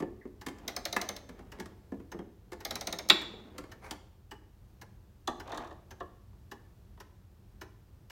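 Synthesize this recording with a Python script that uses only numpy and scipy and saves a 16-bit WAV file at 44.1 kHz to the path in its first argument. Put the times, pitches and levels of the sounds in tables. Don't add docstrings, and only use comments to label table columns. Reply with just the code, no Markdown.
import sys
import numpy as np
from scipy import signal
from scipy.fft import rfft, irfft, next_fast_len
from scipy.io import wavfile
from scipy.ndimage import map_coordinates

SR = 44100
rng = np.random.default_rng(int(sys.argv[2]) if len(sys.argv) > 2 else 0)


def int16_out(signal):
    q = np.round(np.clip(np.atleast_2d(signal).T, -1, 1) * 32767)
    wavfile.write(sys.argv[1], SR, q.astype(np.int16))


N = 357632

# pitch_hz, width_hz (before damping), peak_db (before random scatter)
KEY_MODES = [(197.5, 15, -7), (406, 110, 1), (880, 19, -9), (1146, 140, -5.5), (1740, 20, 1),
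             (1895, 21, -7), (2102, 130, -11.5), (3200, 43, -14), (3760, 26, -27)]
# pitch_hz, relative density_db
KEY_BODY = [(90, -40.5), (180, -6.5), (360, -1), (560, -11), (900, -7.5), (1750, -15.5), (2200, -16),
            (2800, -21.5), (4200, -24), (7000, -26.5), (10000, -32.5), (16000, -37)]


def amp(db):
    return 10 ** (np.asarray(db) / 20)


def unit(x):
    return x / np.sqrt(np.mean(x ** 2) + 1e-20)


def along(points, hz):
    f, v = np.transpose(points)
    return np.interp(np.log(hz + 1), np.log(f + 1), v)


def level(spells, rise_db_per_s, fall_db_per_s):
    t = np.arange(N) / SR
    gain = np.zeros(N)
    for start, length, db in spells:
        before = np.maximum(start - t, 0)
        after = np.maximum(t - start - length, 0)
        gain += amp(db - rise_db_per_s * before - fall_db_per_s * after)
    return gain


def wobble(rate):
    knots = rng.standard_normal(int(N * rate / SR) + 4)
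    return map_coordinates(knots, [np.arange(N) * rate / SR])


def coloured(x, spectrum):
    size = 2 * next_fast_len(len(x) // 2 + 2048)
    gain = amp(along(spectrum, np.fft.rfftfreq(size, 1 / SR)))
    cepstrum = irfft(np.log(gain + 1e-6))
    cepstrum[1:size // 2] *= 2
    cepstrum[size // 2 + 1:] = 0
    return irfft(rfft(x, size) * np.exp(rfft(cepstrum)))[:len(x)]


def add(track, s, sound):
    part = track[max(round(s * SR), 0):][:len(sound)]
    part += sound[:len(part)]


def shared(share, s, db, bright_db=0, thud=1):
    wood, brass, steel = share
    return s, db + wood - thud * bright_db, db + brass, db + steel + bright_db


def blows(rows, modes, body, tone_db, damping_hz, detune, chatter, t60s, rise, lag, gain_db):
    # low_hz, high_hz
    split_hz = (600, 3000)
    bands = [(split_hz[0], "low"), (split_hz, "band"), (split_hz[1], "high")]
    filters = [signal.butter(4, edge, kind, fs=SR, output="sos") for edge, kind in bands]
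    track, t = np.zeros(N), np.arange(SR // 5) / SR
    attack = t < .025
    free = np.maximum(t - abs(chatter), 0)
    hz, width, db = np.transpose(modes)[:, :, None]
    damped_width = width + damping_hz
    fading = np.exp(-np.pi * np.abs(damped_width) * free)
    for s, *levels in rows:
        strength = amp(db + rng.normal(0, 6, hz.shape)) * damped_width
        pitch = hz * (1 + detune * rng.standard_normal(hz.shape))
        tones = np.sin(2 * np.pi * (pitch * t + rng.random(hz.shape)))
        ring = unit(np.sum(strength * fading * tones, axis=0))
        for sos, part_db, t60, delay in zip(filters, levels, t60s, (lag, lag / 2, 0)):
            burst = rng.standard_normal(len(t)) * np.exp(-np.log(1000) * free / t60)
            dense = unit(coloured(burst, body))
            swell = 1 - np.exp(-t / (rise + delay / 2))
            part = signal.sosfilt(sos, (dense + amp(tone_db) * ring) * swell)
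            add(track, s + delay, amp(part_db + gain_db) * unit(part[attack]))
    return track


def ratchet():
    # start_s, level_db (before shares and gain)
    clicks = [(0.678, -41.5), (0.763, -41.5), (0.852, -40), (0.926, -41), (1.013, -42.5), (1.088, -41.5),
              (1.163, -51), (2.649, -42), (2.707, -42.5), (2.754, -43.5), (2.809, -45.5), (2.87, -41),
              (2.925, -41.5), (2.986, -44), (3.0869, -44.5)]
    # wood_db, brass_db, steel_db
    share = (-8, 0, 3.7)
    # pitch_hz, width_hz (before damping), peak_db (before random scatter)
    modes = [(613, 100, -1.5), (2120, 54, -3.5), (3750, 25, 3), (4050, 53, -1), (4370, 42, -13.5),
             (5349, 130, -2.5), (5640, 50, -6.5), (6042, 220, -6.5), (6360, 270, -1.5), (8800, 190, -13.5),
             (12100, 140, -10.5), (14400, 200, -22)]
    # pitch_hz, relative density_db
    body = [(120, -30.5), (200, 7), (245, -12.5), (322, 5.5), (709, 1.5), (950, -9.5), (1370, -6.5),
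            (1530, -11), (2130, -5.5), (2700, -17.5), (3690, -10), (4600, -11.5), (5840, -12.5),
            (7830, -23.5), (16000, -23.5)]
    return blows([shared(share, *click) for click in clicks], modes, body,
                 tone_db=-6.5, damping_hz=70, detune=0.012, chatter=0.0033,
                 t60s=(.11, .055, .018), rise=0.0035, lag=.004, gain_db=-1.0)


def wheel_catch():
    # start_s, level_db (before shares)
    catches = [(3.0987, -22)]
    # wood_db, brass_db, steel_db
    share = (-10, 0, 4.5)
    # pitch_hz, width_hz (before damping), peak_db (before random scatter)
    modes = [(195, 25, -5.5), (323.96, 40, -2.5), (1020, 120, -5.5), (1470, 30, -7.5), (1696, 62, -1.5),
             (2415, 51, -3), (3416, 35, 0), (3570, 40, -5), (3670, 44, 1), (3860, 92, -2), (4450, 40, -8),
             (4534, 60, -15.5), (5188, 82, -20), (7650, 60, -24), (11598, 80, -29.5)]
    # pitch_hz, relative density_db
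    body = [(100, -35), (190, -4.5), (380, -8.5), (550, -16), (1050, -7), (1500, -7.5), (2050, -4),
            (2400, -3.5), (2900, -10), (3550, 2), (4400, -5), (5300, -13.5), (6300, -19), (7500, -16.5),
            (10000, -34.5), (11600, -25.5), (16000, -32.5)]
    return blows([shared(share, *row) for row in catches], modes, body,
                 tone_db=-7, damping_hz=30, detune=.002, chatter=0.0055,
                 t60s=(.07, .03, .02), rise=.0003, lag=.003, gain_db=0)


def spring_clunk():
    # start_s, level_db (before shares and gain)
    clunks = [(0.9634, -29)]
    # wood_db, brass_db, steel_db
    share = (-8.5, 0, -11)
    return blows([shared(share, *row) for row in clunks], KEY_MODES, KEY_BODY,
                 tone_db=2.5, damping_hz=35, detune=0.0038, chatter=0.0033,
                 t60s=(.06, .04, .03), rise=0.001, lag=.0015, gain_db=-0.4)


def key_on_arbor():
    # start_s, level_db (before shares and gain), brightness_db
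    knocks = [(0.0, -48, -10.5), (0.021, -48, -15), (0.251, -62, -19), (0.463, -43, -3.5),
              (0.483, -49.5, -1.5), (0.583, -72.5, 8), (1.289, -54.5, -6), (1.39, -60, -9),
              (1.585, -58, -10.5), (1.598, -46, -3.5), (1.656, -55.5, -3.5), (1.918, -54.5, -17.5),
              (1.998, -63, -13.5), (2.143, -64.5, -22.5), (2.188, -53.5, -13), (2.518, -51, -6),
              (2.529, -51.5, -5), (3.335, -65, -16), (3.58, -47.5, -1.5), (3.637, -58, -8),
              (3.908, -44.5, 2)]
    # wood_db, brass_db, steel_db
    share = (0, 0, 0)
    return blows([shared(share, *knock) for knock in knocks], KEY_MODES, KEY_BODY,
                 tone_db=-3.0, damping_hz=30, detune=0.012, chatter=0.0031,
                 t60s=(.06, .045, .033), rise=0.0026, lag=.002, gain_db=-1.34)


def jingle(count, dying_db_per_s, scatter_db, bright_db):
    # start_s, length_s, level_db (at the start, before decay and scatter)
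    skips = [(5.47, 0.26, -57.5)]
    clinks = []
    for start, length, db in skips:
        for t in length * (np.arange(count) + rng.random(count)) / count:
            clinks.append((start + t, db - dying_db_per_s * t + rng.normal(0, scatter_db), bright_db))
    return clinks


def key_on_hook():
    # start_s, level_db (before shares and gain), brightness_db
    knocks = [(5.274, -36, 2), (5.518, -46, -1.5), (5.545, -47, -5), (5.574, -44, 0), (5.645, -54, -14),
              (5.707, -53.5, -12), (6.002, -44.5, -12.5), (6.327, -72, -11), (6.972, -65, -12)]
    # wood_db, brass_db, steel_db
    share = (-4.5, 0, -8)
    # pitch_hz, width_hz (before damping), peak_db (before random scatter)
    modes = [(359, 130, 0), (664, 150, -10), (1000, 54, 2), (1132, 82, 10.5), (1440, 46.2, -11),
             (1680, 30, -2.5), (1820, 40, -23), (3510, 60, -6), (3870, 95, -13), (5700, 90, -12)]
    # pitch_hz, relative density_db
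    body = [(150, -17.5), (330, -0.5), (530, -7.5), (700, -3.5), (900, -6.5), (1100, -1), (1550, -17),
            (1850, -7.5), (2100, -30), (3000, -20), (3700, -12.5), (5100, -24), (6000, -20), (9000, -32),
            (16000, -40)]
    clinks = knocks + jingle(count=18, dying_db_per_s=35, scatter_db=2.5, bright_db=-0.8)
    return blows([shared(share, *clink, thud=0.13) for clink in clinks], modes, body,
                 tone_db=-5.0, damping_hz=35, detune=0.0052, chatter=0.0043,
                 t60s=(.1, .05, .022), rise=0.00033, lag=0.0052, gain_db=1.44)


def rub(envelope, colour, uneven_db, gain_db):
    pressure = amp(uneven_db * (wobble(35) + wobble(250)))
    hiss = unit(coloured(rng.standard_normal(N) * pressure, colour))
    return amp(gain_db) * envelope * hiss


def hook_scrape():
    # start_s, length_s, level_db (before gain)
    scrapes = [(5.508, 0.053, -41.5)]
    # pitch_hz, relative density_db
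    colour = [(200, -25), (330, -1), (500, 4), (700, 10), (1200, 1), (1850, -7.5), (2400, -8.5),
              (3600, -17), (5000, -28), (6200, -24), (7500, -41), (15000, -73)]
    return rub(level(scrapes, rise_db_per_s=220, fall_db_per_s=96), colour, uneven_db=3.5, gain_db=-4.5)


def key_slide():
    # start_s, length_s, level_db (before gain)
    slides = [(3.84, 0.08, -48.5)]
    # pitch_hz, relative density_db
    colour = [(150, -26), (350, -0.5), (900, -2.5), (1800, -9), (2250, -6.5), (2900, -21), (6000, -23),
              (8000, -29), (9700, -25), (11500, -32), (16000, -33)]
    return rub(level(slides, rise_db_per_s=500, fall_db_per_s=260), colour, uneven_db=2.5, gain_db=-3.5)


def hand_grip():
    # start_s, length_s, level_db (before gain)
    grips = [(0.6, 0.43, -52.5), (1.33, 0.26, -56.5), (2.72, 0.2, -46.5), (3.3, 0.3, -53.5)]
    # pitch_hz, relative density_db
    colour = [(110, -32.5), (190, 2), (360, -0.5), (600, -5.5), (1500, -15), (4000, -27), (12000, -46.5)]
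    return rub(level(grips, rise_db_per_s=110, fall_db_per_s=54), colour, uneven_db=2.5, gain_db=-3.5)


def squeak(s, hz, t60, db, waver):
    track, t = np.zeros(N), np.arange(SR // 5) / SR
    pitch = hz * (1 + waver * wobble(360)[:len(t)])
    envelope = amp(db - 60 * t / t60) * (1 - np.exp(-t / 0.0039))
    add(track, s, envelope * np.sin(2 * np.pi * np.cumsum(pitch) / SR))
    return track


def escapement():
    beats = [0.411, 1.013, 1.517, 2.116, 2.603, 3.213, 3.715, 4.31, 4.813, 5.397, 5.906, 6.513, 7.0, 7.611,
             8.098]
    # level_db (before shares and gain), brightness_db
    pallets = [(-54.7, 1.5), (-50, -0.9)]
    # wood_db, brass_db, steel_db
    share = (-3.5, 0, -5.5)
    # pitch_hz, width_hz (before damping), peak_db (before random scatter)
    modes = [(337, 38, -2.5), (845, 60, -4), (1011, 30, -1), (1755, 100, -5.5), (1850, 50, -12),
             (2946, 190, -9.5), (3910, 110, -14.5), (5010, 36, -19), (5560, 80, -17), (6260, 60, -12),
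             (7980, 54, -21), (11800, 66, -14.5), (12740, 60, -27)]
    # pitch_hz, relative density_db
    body = [(120, -34), (200, -12), (330, -2), (650, -11), (880, -2), (1300, -9.5), (1680, -3.5),
            (2300, -15.5), (2950, -16.5), (3600, -23), (5400, -19.5), (9400, -32), (11900, -30),
            (16000, -31)]
    ticks = [shared(share, s, *pallets[k % 2], thud=0.54) for k, s in enumerate(beats)]
    return blows(ticks, modes, body, tone_db=-7, damping_hz=34.9, detune=0.0081, chatter=0.0077,
                 t60s=(.18, .06, .045), rise=0.0013, lag=0.0036, gain_db=1.36)


def case(x, t60, gap):
    wet, step, t = np.zeros(N), SR // 8, np.arange(SR // 4) / SR
    for start in range(0, N, step):
        tail = rng.standard_normal(len(t)) * np.exp(-np.log(1000) * t / t60) * (t > gap)
        add(wet, start / SR, signal.fftconvolve(x[start:start + step], tail / np.linalg.norm(tail)))
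    return wet


def room(x, gap):
    # pitch_hz, t60_s
    decay = [(150, 0.54), (500, 0.6), (1500, 0.5), (3500, .6), (4500, .5), (7000, 0.56), (14000, 0.28)]
    wet, step = np.zeros(N), SR // 4
    for start in range(0, N, step):
        hz, t, z = signal.stft(rng.standard_normal(SR), SR, nperseg=256)
        fading = np.exp(-np.log(1000) * t / along(decay, hz)[:, None])
        tail = signal.istft(z * fading, SR, nperseg=256)[1]
        echo = signal.fftconvolve(x[start:start + step], tail / np.linalg.norm(tail))
        add(wet, start / SR + gap, echo)
    return wet


def air(rumble_db):
    # pitch_hz, relative density_db
    colour = [(20, -34.5), (31, -15), (42, -3), (85, -3.5), (120, -7), (150, -18.5), (195, -13), (250, -25),
              (340, -21.5), (500, -29.5), (1000, -34), (2200, -42.5), (5000, -45.5), (10000, -51),
              (14000, -47), (16000, -50)]
    return amp(rumble_db + 0.51 * wobble(4)) * unit(coloured(rng.standard_normal(N), colour))


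def scene():
    winding = ratchet() + wheel_catch() + spring_clunk() + key_on_arbor() + key_on_hook()
    friction = hook_scrape() + key_slide() + hand_grip()
    clock = winding + friction + squeak(s=.212, hz=1980, t60=0.074, db=-47, waver=0.082) + escapement()
    reflected = coloured(clock, [(300, 5.0), (6000, -4), (14000, -5.0)])
    echoes = amp(-8.0) * case(reflected, t60=0.11, gap=0.0054) + amp(-10.5) * room(reflected, gap=0.0086)
    return (clock + echoes + air(rumble_db=-55.5))[None]


def record(dry):
    size = next_fast_len(N + SR // 2)
    kept = np.fft.rfftfreq(size, 1 / SR) < 15950
    return irfft(rfft(dry, size) * kept, size)[:, :N]


dry = scene()
out = record(dry)
int16_out(out)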